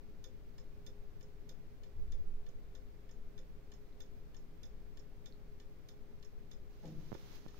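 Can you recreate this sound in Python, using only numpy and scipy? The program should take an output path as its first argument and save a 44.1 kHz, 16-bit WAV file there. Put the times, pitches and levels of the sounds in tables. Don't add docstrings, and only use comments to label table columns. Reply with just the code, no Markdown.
import sys
import numpy as np
from scipy import signal
from scipy.fft import rfft, irfft
from scipy.io import wavfile
from scipy.ndimage import uniform_filter1d

SR = 44100
rng = np.random.default_rng(int(sys.argv[2]) if len(sys.argv) > 2 else 0)


def store_pcm(level_fs):
    pcm = np.round(np.clip(level_fs, -1, 1) * 32767).astype(np.int16)
    wavfile.write(sys.argv[1], SR, np.atleast_2d(pcm).T)


N = 334719
TIME_S = np.arange(N) / SR


def amp(db):
    return 10 ** (np.asarray(db, float) / 20)


def rms_one(x):
    return x / np.sqrt(np.mean(x ** 2))


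def white(shared):
    return rng.standard_normal((2, N)) + shared * rng.standard_normal(N)


def mostly_shared(own):
    return rng.standard_normal(N) + own * rng.standard_normal((2, N))


def at_hz(points):
    hz, *columns = np.transpose(points)
    grid = np.log(np.arange(N // 2 + 1) * SR / N + .1)
    return np.array([np.interp(grid, np.log(hz), column) for column in columns])


def coloured(noise, db):
    return irfft(rfft(noise) * amp(db), N)


def clicks(times_s, sizes):
    out = np.full(N, 1e-18)
    out[np.round(np.asarray(times_s) * SR).astype(int)] = sizes
    return out


def ring(x, hz, t60_s):
    decay = amp(-60 / (t60_s * SR))
    turn = 2 * np.pi * hz / SR
    return signal.lfilter([0, np.sin(turn)], [1, -2 * decay * np.cos(turn), decay * decay], x)


def swelling(x, hz, rise_s):
    return ring(x, hz, np.log(1000) * rise_s) * 2 / (rise_s * SR)


def band(x, hz, width_hz):
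    return rms_one(ring(x, hz, np.log(1000) / np.pi / width_hz))


def evened(x, seconds):
    power = uniform_filter1d(rms_one(x) ** 2, size=int(seconds * SR))
    return rms_one(x) / np.sqrt(power + 0.23)


def drift(rate_per_s):
    r = np.exp(-2 * np.pi * rate_per_s / SR)
    wander = signal.lfilter([1], [1, -2 * r, r * r], rng.standard_normal(N + SR))
    return rms_one(wander[SR:])


def sides(left_right_db):
    return amp(np.outer([.5, -.5], left_right_db))


RISE_S, FALL_S = 0.05, .12


def swell(start_s, hold_s):
    t = TIME_S - start_s
    fall = np.exp(-np.maximum(t - RISE_S - hold_s, 0) / FALL_S)
    return np.clip(t / RISE_S, 0, 1) * fall


# pitch_hz, left_db (per Hz), right_db (per Hz),
# likeness of left and right (0 none, 1 same)
AIR = [(30, -85, -86, .3), (70, -83, -85, .3), (100, -83, -84, .4), (130, -87, -88, .4),
       (300, -92, -92, .5), (600, -99, -99, .3), (1000, -105, -104.5, 0.), (1500, -108, -106, 0.),
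       (2350, -111, -110, 0.), (2750, -113.5, -113, 0.), (4500, -115.7, -114.7, 0.),
       (6500, -120.5, -119, 0.), (8000, -125, -125, 0.), (11000, -126, -126.5, 0.),
       (14000, -118.7, -119.7, 0.), (15700, -118.7, -119.7, 0.)]


def air():
    *db, alike = at_hz(AIR)
    alike = np.clip(alike, -1, 1)
    mid, side = rfft(rng.standard_normal((2, N)))
    mixed = np.sqrt((1 + alike) / 2) * mid + np.sqrt((1 - alike) / 2) * side * [[1], [-1]]
    return irfft(mixed * amp(db), N) * np.sqrt(SR / 2)


# pitch_hz, width_hz, level_db (rms)
HUM = [(134.7, 13, -74.5), (162.1, 9.2, -71), (234.2, 9.7, -75.5), (311, 23, -79.5), (418.8, 11, -76),
       (467, 99, -80), (517, 30, -82), (2260, 610, -86.5)]
MOTOR_DB = [-68, -74.5]
MOTOR_HZ = 412


def hum():
    phase = 2 * np.pi * MOTOR_HZ * TIME_S + [[0], [.3]]
    out = amp(MOTOR_DB)[:, None] * np.sqrt(2) * np.sin(phase)
    for hz, width_hz, level_db in HUM:
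        out = out + amp(level_db) * band(mostly_shared(.5), hz, width_hz)
    return out


# (per Hz, relative)
SWAY_COLOUR = [(2, -10), (6, 0), (14, -3), (22, -14), (60, -100)]
# (per Hz, relative)
RUMBLE_COLOUR = [(8, -40), (18, -4), (28, 0), (45, -5), (75, -17), (110, -28), (400, -100)]
# start_s, hold_s (the rumble holds for a share of it), sway_db, rumble_db, left_right_db
JERKS = [(1.948, 0.36, -37, -51, -5), (3.14, 0.025, -50, -68, 7), (3.345, 0.048, -60, -61, -8),
         (6.914, 0.035, -55, -65, 10)]
REST_SWAY_DB, REST_RUMBLE_DB, REST_LEFT_RIGHT_DB = -49.5, -57, 5
TREMOR_DB, TREMOR_PER_S = 1.5, 3.0
RUMBLE_HOLD_SHARE = .6


def wobble():
    rest = sides(REST_LEFT_RIGHT_DB)
    sway = rest * amp(REST_SWAY_DB + TREMOR_DB * drift(TREMOR_PER_S))
    rumble = rest * amp(REST_RUMBLE_DB + TREMOR_DB * drift(TREMOR_PER_S))
    for start_s, hold_s, sway_db, rumble_db, left_right_db in JERKS:
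        balance = sides(left_right_db)
        sway = sway + balance * amp(sway_db) * swell(start_s, hold_s)
        rumble = rumble + balance * amp(rumble_db) * swell(start_s, RUMBLE_HOLD_SHARE * hold_s)
    noise = white(shared=0.45)
    sway_noise = evened(coloured(noise, at_hz(SWAY_COLOUR)), 0.13)
    rumble_noise = evened(coloured(noise, at_hz(RUMBLE_COLOUR)), 0.048)
    return sway * sway_noise + rumble * rumble_noise


# pitch_hz, width_hz, level_db
BOOM = (72.5, 13, -54.5)
BOOM_START_S, BOOM_HOLD_S = 1.89, .18


def boom():
    hz, width_hz, level_db = BOOM
    noise = mostly_shared(0.37)
    narrow = band(band(noise, hz, width_hz), hz, width_hz)
    return amp(level_db) * swell(BOOM_START_S, BOOM_HOLD_S) ** 2 * evened(narrow, 0.06)


# pitch_hz, width_hz, t60_s (time to fall 60 dB),
# level_db (before the rise and the fall)
THUD = [(138, 12, 2, -55.5), (162.4, 20, 1.1, -44), (238, 50, 0.76, -52.5), (313, 60, 0.93, -51),
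        (505, 100, 0.48, -52), (670, 120, 0.55, -59), (813, 97, 0.26, -58), (1510, 900, 0.19, -69)]
THUD_START_S, THUD_RISE_CYCLES = 6.83, 5
THUD_GRAIN_DB, THUD_EVEN_S = .8, .035


def thud():
    t = np.maximum(TIME_S - THUD_START_S, 0)
    noise = mostly_shared(0.38)
    grain = amp(THUD_GRAIN_DB * drift(60.0))
    out = np.zeros((2, N))
    for hz, width_hz, t60_s, level_db in THUD:
        body = evened(band(band(noise, hz, width_hz), hz, width_hz), THUD_EVEN_S)
        rise = 1 - np.exp(-t * hz / THUD_RISE_CYCLES)
        fall = amp(level_db - 60 * t / t60_s)
        out += body * grain * rise * fall
    return out


# time_s, level_db (before a lift of 13 dB)
SLEEVE = [(6.7, -88), (6.8, -85), (6.88, -78), (6.95, -82.5), (7.2, -76.5), (7.3, -74.5), (7.335, -73.5),
          (7.358, -70.5), (7.4, -79), (7.52, -83.5), (7.59, -76)]
# (per Hz, relative)
SLEEVE_COLOUR = [(302, -32, 8), (674, 0.5, -1.5), (1960, -8.5, -2.5), (4570, -10, -3.5), (6500, -16, -5),
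                 (7940, -22.5, -22.5), (11100, -18, -21), (13100, -12.5, -19), (15500, -14, -14)]


def sleeve():
    time_s, level_db = np.transpose(SLEEVE)
    level_db = np.interp(TIME_S, time_s, level_db, left=-130)
    grains = rng.standard_normal((2, N)) * amp(2.0 * rng.exponential(1, N))
    return amp(level_db + 13.0) * rms_one(coloured(grains, at_hz(SLEEVE_COLOUR)))


# time_s, push_db (before filtering and the left and right levels)
SLIPS = [(7.1189, -27), (7.1281, -27.5), (7.1369, -47), (7.1492, -37), (7.1515, -31), (7.1549, -37),
         (7.157, -43), (7.457, -43), (7.4636, -34)]
PORT_LOW_HZ, PORT_DULL_HZ = 80, 3000


def finger():
    time_s, push_db = np.transpose(SLIPS)
    t = np.arange(1, 120) / SR
    suck = t / 0.00049 * np.exp(1 - t / 0.00045)
    starts = clicks(time_s - .0003, -amp(push_db))
    pulse = np.convolve(starts, suck)[:N]
    port = signal.butter(2, [PORT_LOW_HZ, PORT_DULL_HZ], "band", fs=SR, output="sos")
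    return signal.sosfilt(port, pulse) * amp([[-30], [1.5]])


# time_s, strike_db (of the click that starts the ring), pitch_hz, left_right_db
SNAPS = [(3.926, -80, 3900, -3.5), (5.3246, -69, 4230, -9), (6.1993, -84, 5500, -4),
         (6.878, -79, 3000, 0.5), (7.355, -72, 4760, -4), (7.544, -69, 1300, 10)]
SNAP_T60_S = 0.0033


def snaps():
    out = np.zeros((2, N))
    for time_s, strike_db, hz, left_right_db in SNAPS:
        once = ring(clicks([time_s], amp(strike_db)), hz, SNAP_T60_S)
        out += sides(left_right_db) * ring(once, hz, SNAP_T60_S)
    return out


ROOM_T60_S, ROOM_DB = 0.18, -5


def room(x):
    t = np.arange(int(.4 * SR)) / SR
    fade_in = np.clip(t / 0.0052, 0, 1)
    tail = rng.standard_normal((2, len(t))) * amp(-60 * t / ROOM_T60_S) * fade_in
    tail /= np.sqrt(np.sum(tail ** 2, axis=1, keepdims=True))
    return amp(ROOM_DB) * signal.fftconvolve(x, tail, axes=1)[:, :N]


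# (dB per octave, weaker in the low modes)
BEATS = [(0.24, 3, 0.02, -4, 0.1), (0.58, 3.5, 0.017, -4.5, 2), (0.8638, 2, 0.0084, -4, 0.1),
         (1.208, 1, 0.019, -1.5, 2), (1.491, 2, 0.02, -11, 1.5), (1.8334, 1.5, 0.036, -20, 2),
         (2.1196, -1, 0.014, -10, -1.5), (2.463, -1.5, 0.024, -2.5, -3), (2.7496, -5.5, 0.015, -11, -0.5),
         (3.0894, -3, 0.021, 1, 0.1), (3.3772, -5, 0.011, -1.5, -2.5), (3.717, 4, 0.019, 0.5, 0.1),
         (4.0031, 1, 0.014, 1, 0), (4.344, 2, 0.021, 3, 0), (4.631, -1.5, 0.021, 0, 0),
         (4.971, 2.5, 0.022, 0, 0), (5.2575, 1, 0.014, -1, -3), (5.5985, 3, 0.02, -14, 1),
         (5.886, 1, 0.018, -6, 0.1), (6.226, 3.5, 0.02, 1.5, -2), (6.5127, 0, 0.018, -1, -2),
         (6.8537, 3.5, 0.021, -4, 0.1), (7.1399, -4, .0173, -14, 1), (7.481, 3.5, 0.024, -5, -1)]


def contacts():
    start_s, blow_db, after_s, rebound_db, tilt = np.transpose(BEATS)
    ticks = start_s[::2], blow_db[::2], tilt[::2]
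    tocks = start_s[1::2], blow_db[1::2], tilt[1::2]
    rebounds = start_s + after_s, rebound_db, tilt
    return [ticks, tocks, rebounds]


# dB per second for tick, tock
STAND_FADE_DB_PER_S = [1, 1.2]
# pitch_hz, t60_s (of each of two resonances), left_db, right_db (both relative)
STAND = [(518, .08, -10, 4), (670, .05, -18, -14)]
STAND_DELAY_S, STAND_SPREAD_DB = .015, 1


def stand():
    start_s = np.array(BEATS)[:, 0]
    count = len(start_s)
    push_db = np.resize([-60, -63], count)
    push_db = push_db - start_s * np.resize(STAND_FADE_DB_PER_S, count)
    push_db = push_db + STAND_SPREAD_DB * rng.standard_normal(count)
    push = clicks(start_s + STAND_DELAY_S, amp(push_db))
    out = np.zeros((2, N))
    for hz, t60_s, *levels_db in STAND:
        swung = ring(ring(push, hz, t60_s), hz, t60_s) * 40 / (t60_s * SR)
        out += amp(levels_db)[:, None] * swung
    return out


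# (per Hz, relative)
CRACK_COLOUR = [(500, -37, -42), (1180, -9, -13), (2950, -6, -4), (5800, -5, -9.5), (7350, -11, -2),
                (8150, -16, -22), (10600, -5.5, -15), (13500, -10, -24), (16000, -21, -21)]
CRACK_DB = [[-71, -65], [-79, -73], [-87, -77]]
CRACK_S = 0.006


def cracks():
    blows = np.zeros((2, N))
    for levels_db, (times_s, db, _) in zip(CRACK_DB, contacts()):
        blows += amp(levels_db)[:, None] * clicks(times_s, amp(db))
    fading = signal.lfilter([1], [1, -np.exp(-1 / (CRACK_S * SR))], blows)
    return fading * rms_one(coloured(rng.standard_normal((2, N)), at_hz(CRACK_COLOUR)))


CONTACT_DB = [5, 5.5, 10.5]
# tick_left_db, tick_right_db, tock_left_db, tock_right_db, rebound_left_db, rebound_right_db
BRASS = [(1119, 0.025, -69, -72, -68, -71, -86, -78), (1453, 0.03, -65, -71, -82, -86, -81, -79),
         (1787, 0.03, -65, -69, -68, -74, -89, -87), (1970, 0.03, -69, -75, -86, -81, -86, -81),
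         (2325, 0.03, -68, -69, -74, -75, -90, -89), (2605, 0.02, -74, -79, -85, -88, -93, -86),
         (2993, 0.02, -70, -75, -65, -76, -90, -83), (3176, 0.02, -67, -73, -74, -80, -94, -93),
         (3369, 0.02, -68, -68, -72, -74, -91, -86), (3520, 0.026, -62, -56, -73, -68, -86, -87),
         (3746, 0.02, -71, -59, -75, -75, -91, -85), (4069, 0.02, -74, -66, -80, -77, -86, -87),
         (4295, 0.02, -70, -68, -77, -67, -93, -91), (4600, 0.02, -74, -75, -87, -78, -97, -93),
         (4930, 0.02, -74, -62, -85, -76, -86, -88), (5157, 0.03, -81, -60, -87, -69, -84, -82),
         (5310, 0.03, -79, -67, -87, -77, -79, -72), (5500, 0.026, -80, -68, -89, -78, -79, -71),
         (5800, 0.02, -78, -74, -90, -82, -86, -82), (6083, 0.02, -74, -63, -85, -79, -89, -76),
         (6363, 0.02, -80, -62, -86, -75, -89, -85), (6590, 0.02, -72, -64, -83, -73, -96, -67),
         (7062, 0.02, -79, -70, -86, -77, -86, -77), (7200, 0.02, -82, -71, -84, -74, -89, -83),
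         (9130, 0.015, -81, -84, -91, -97, -105, -105), (10750, 0.02, -78, -91, -96, -95, -103, -103),
         (11380, 0.02, -78, -91, -89, -99, -105, -100), (11800, 0.02, -75, -95, -96, -104, -91, -99),
         (12349, 0.02, -73, -102, -87, -102, -100, -105), (13059, 0.02, -75, -87, -100, -102, -99, -103),
         (13404, 0.02, -71, -83, -92, -100, -96, -99), (13727, 0.02, -78, -84, -92, -91, -99, -102),
         (14298, 0.02, -78, -86, -89, -91, -100, -99)]
CLEAN_SHARE = .85
CHATTER_S, CHATTER_SHARE = 0.006, 0.045
SWELL_CYCLES, MODE_SPREAD_DB = 4, 1.0
LAG_CYCLES, LAG_SCATTER_CYCLES = 8, .2
STEADY_HZ, FULL_HZ = 1800, 4500


def escapement():
    out = np.zeros((2, N))
    grit = rng.standard_normal((2, N))
    for hz, t60_s, *levels_db in BRASS:
        blows = np.zeros((2, N))
        lag_s = rng.uniform(0, LAG_CYCLES, 2) / hz
        follows = np.interp(hz, [STEADY_HZ, FULL_HZ], [.15, 1])
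        for k, (times_s, db, tilt) in enumerate(contacts()):
            count = len(times_s)
            change_db = db - db.mean() + tilt * np.log2(hz / FULL_HZ)
            scatter_db = rng.normal(0, MODE_SPREAD_DB, count)
            size = amp(CONTACT_DB[k] + db.mean() + follows * change_db + scatter_db)
            shift_s = rng.uniform(0, LAG_SCATTER_CYCLES, (count, 2)) / hz
            for side in range(2):
                strike = size * amp(levels_db[2 * k + side])
                blows[side] += clicks(times_s + lag_s[side] + shift_s[:, side], strike)
        chatter = signal.lfilter([CHATTER_SHARE], [1, -np.exp(-1 / (CHATTER_S * SR))], blows)
        struck = CLEAN_SHARE * blows + grit * chatter
        out += ring(swelling(struck, hz, SWELL_CYCLES / hz), hz, t60_s)
    return out


def scene():
    background = air() + hum()
    handling = wobble() + boom() + thud() + sleeve() + finger()
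    clock = snaps() + stand() + cracks() + escapement()
    return background + handling + clock + room(clock)


def record(dry):
    steep = signal.ellip(14, .5, 60, 15650, fs=SR, output="sos")
    return signal.sosfilt(steep, dry)


dry = scene()
out = record(dry)
store_pcm(out)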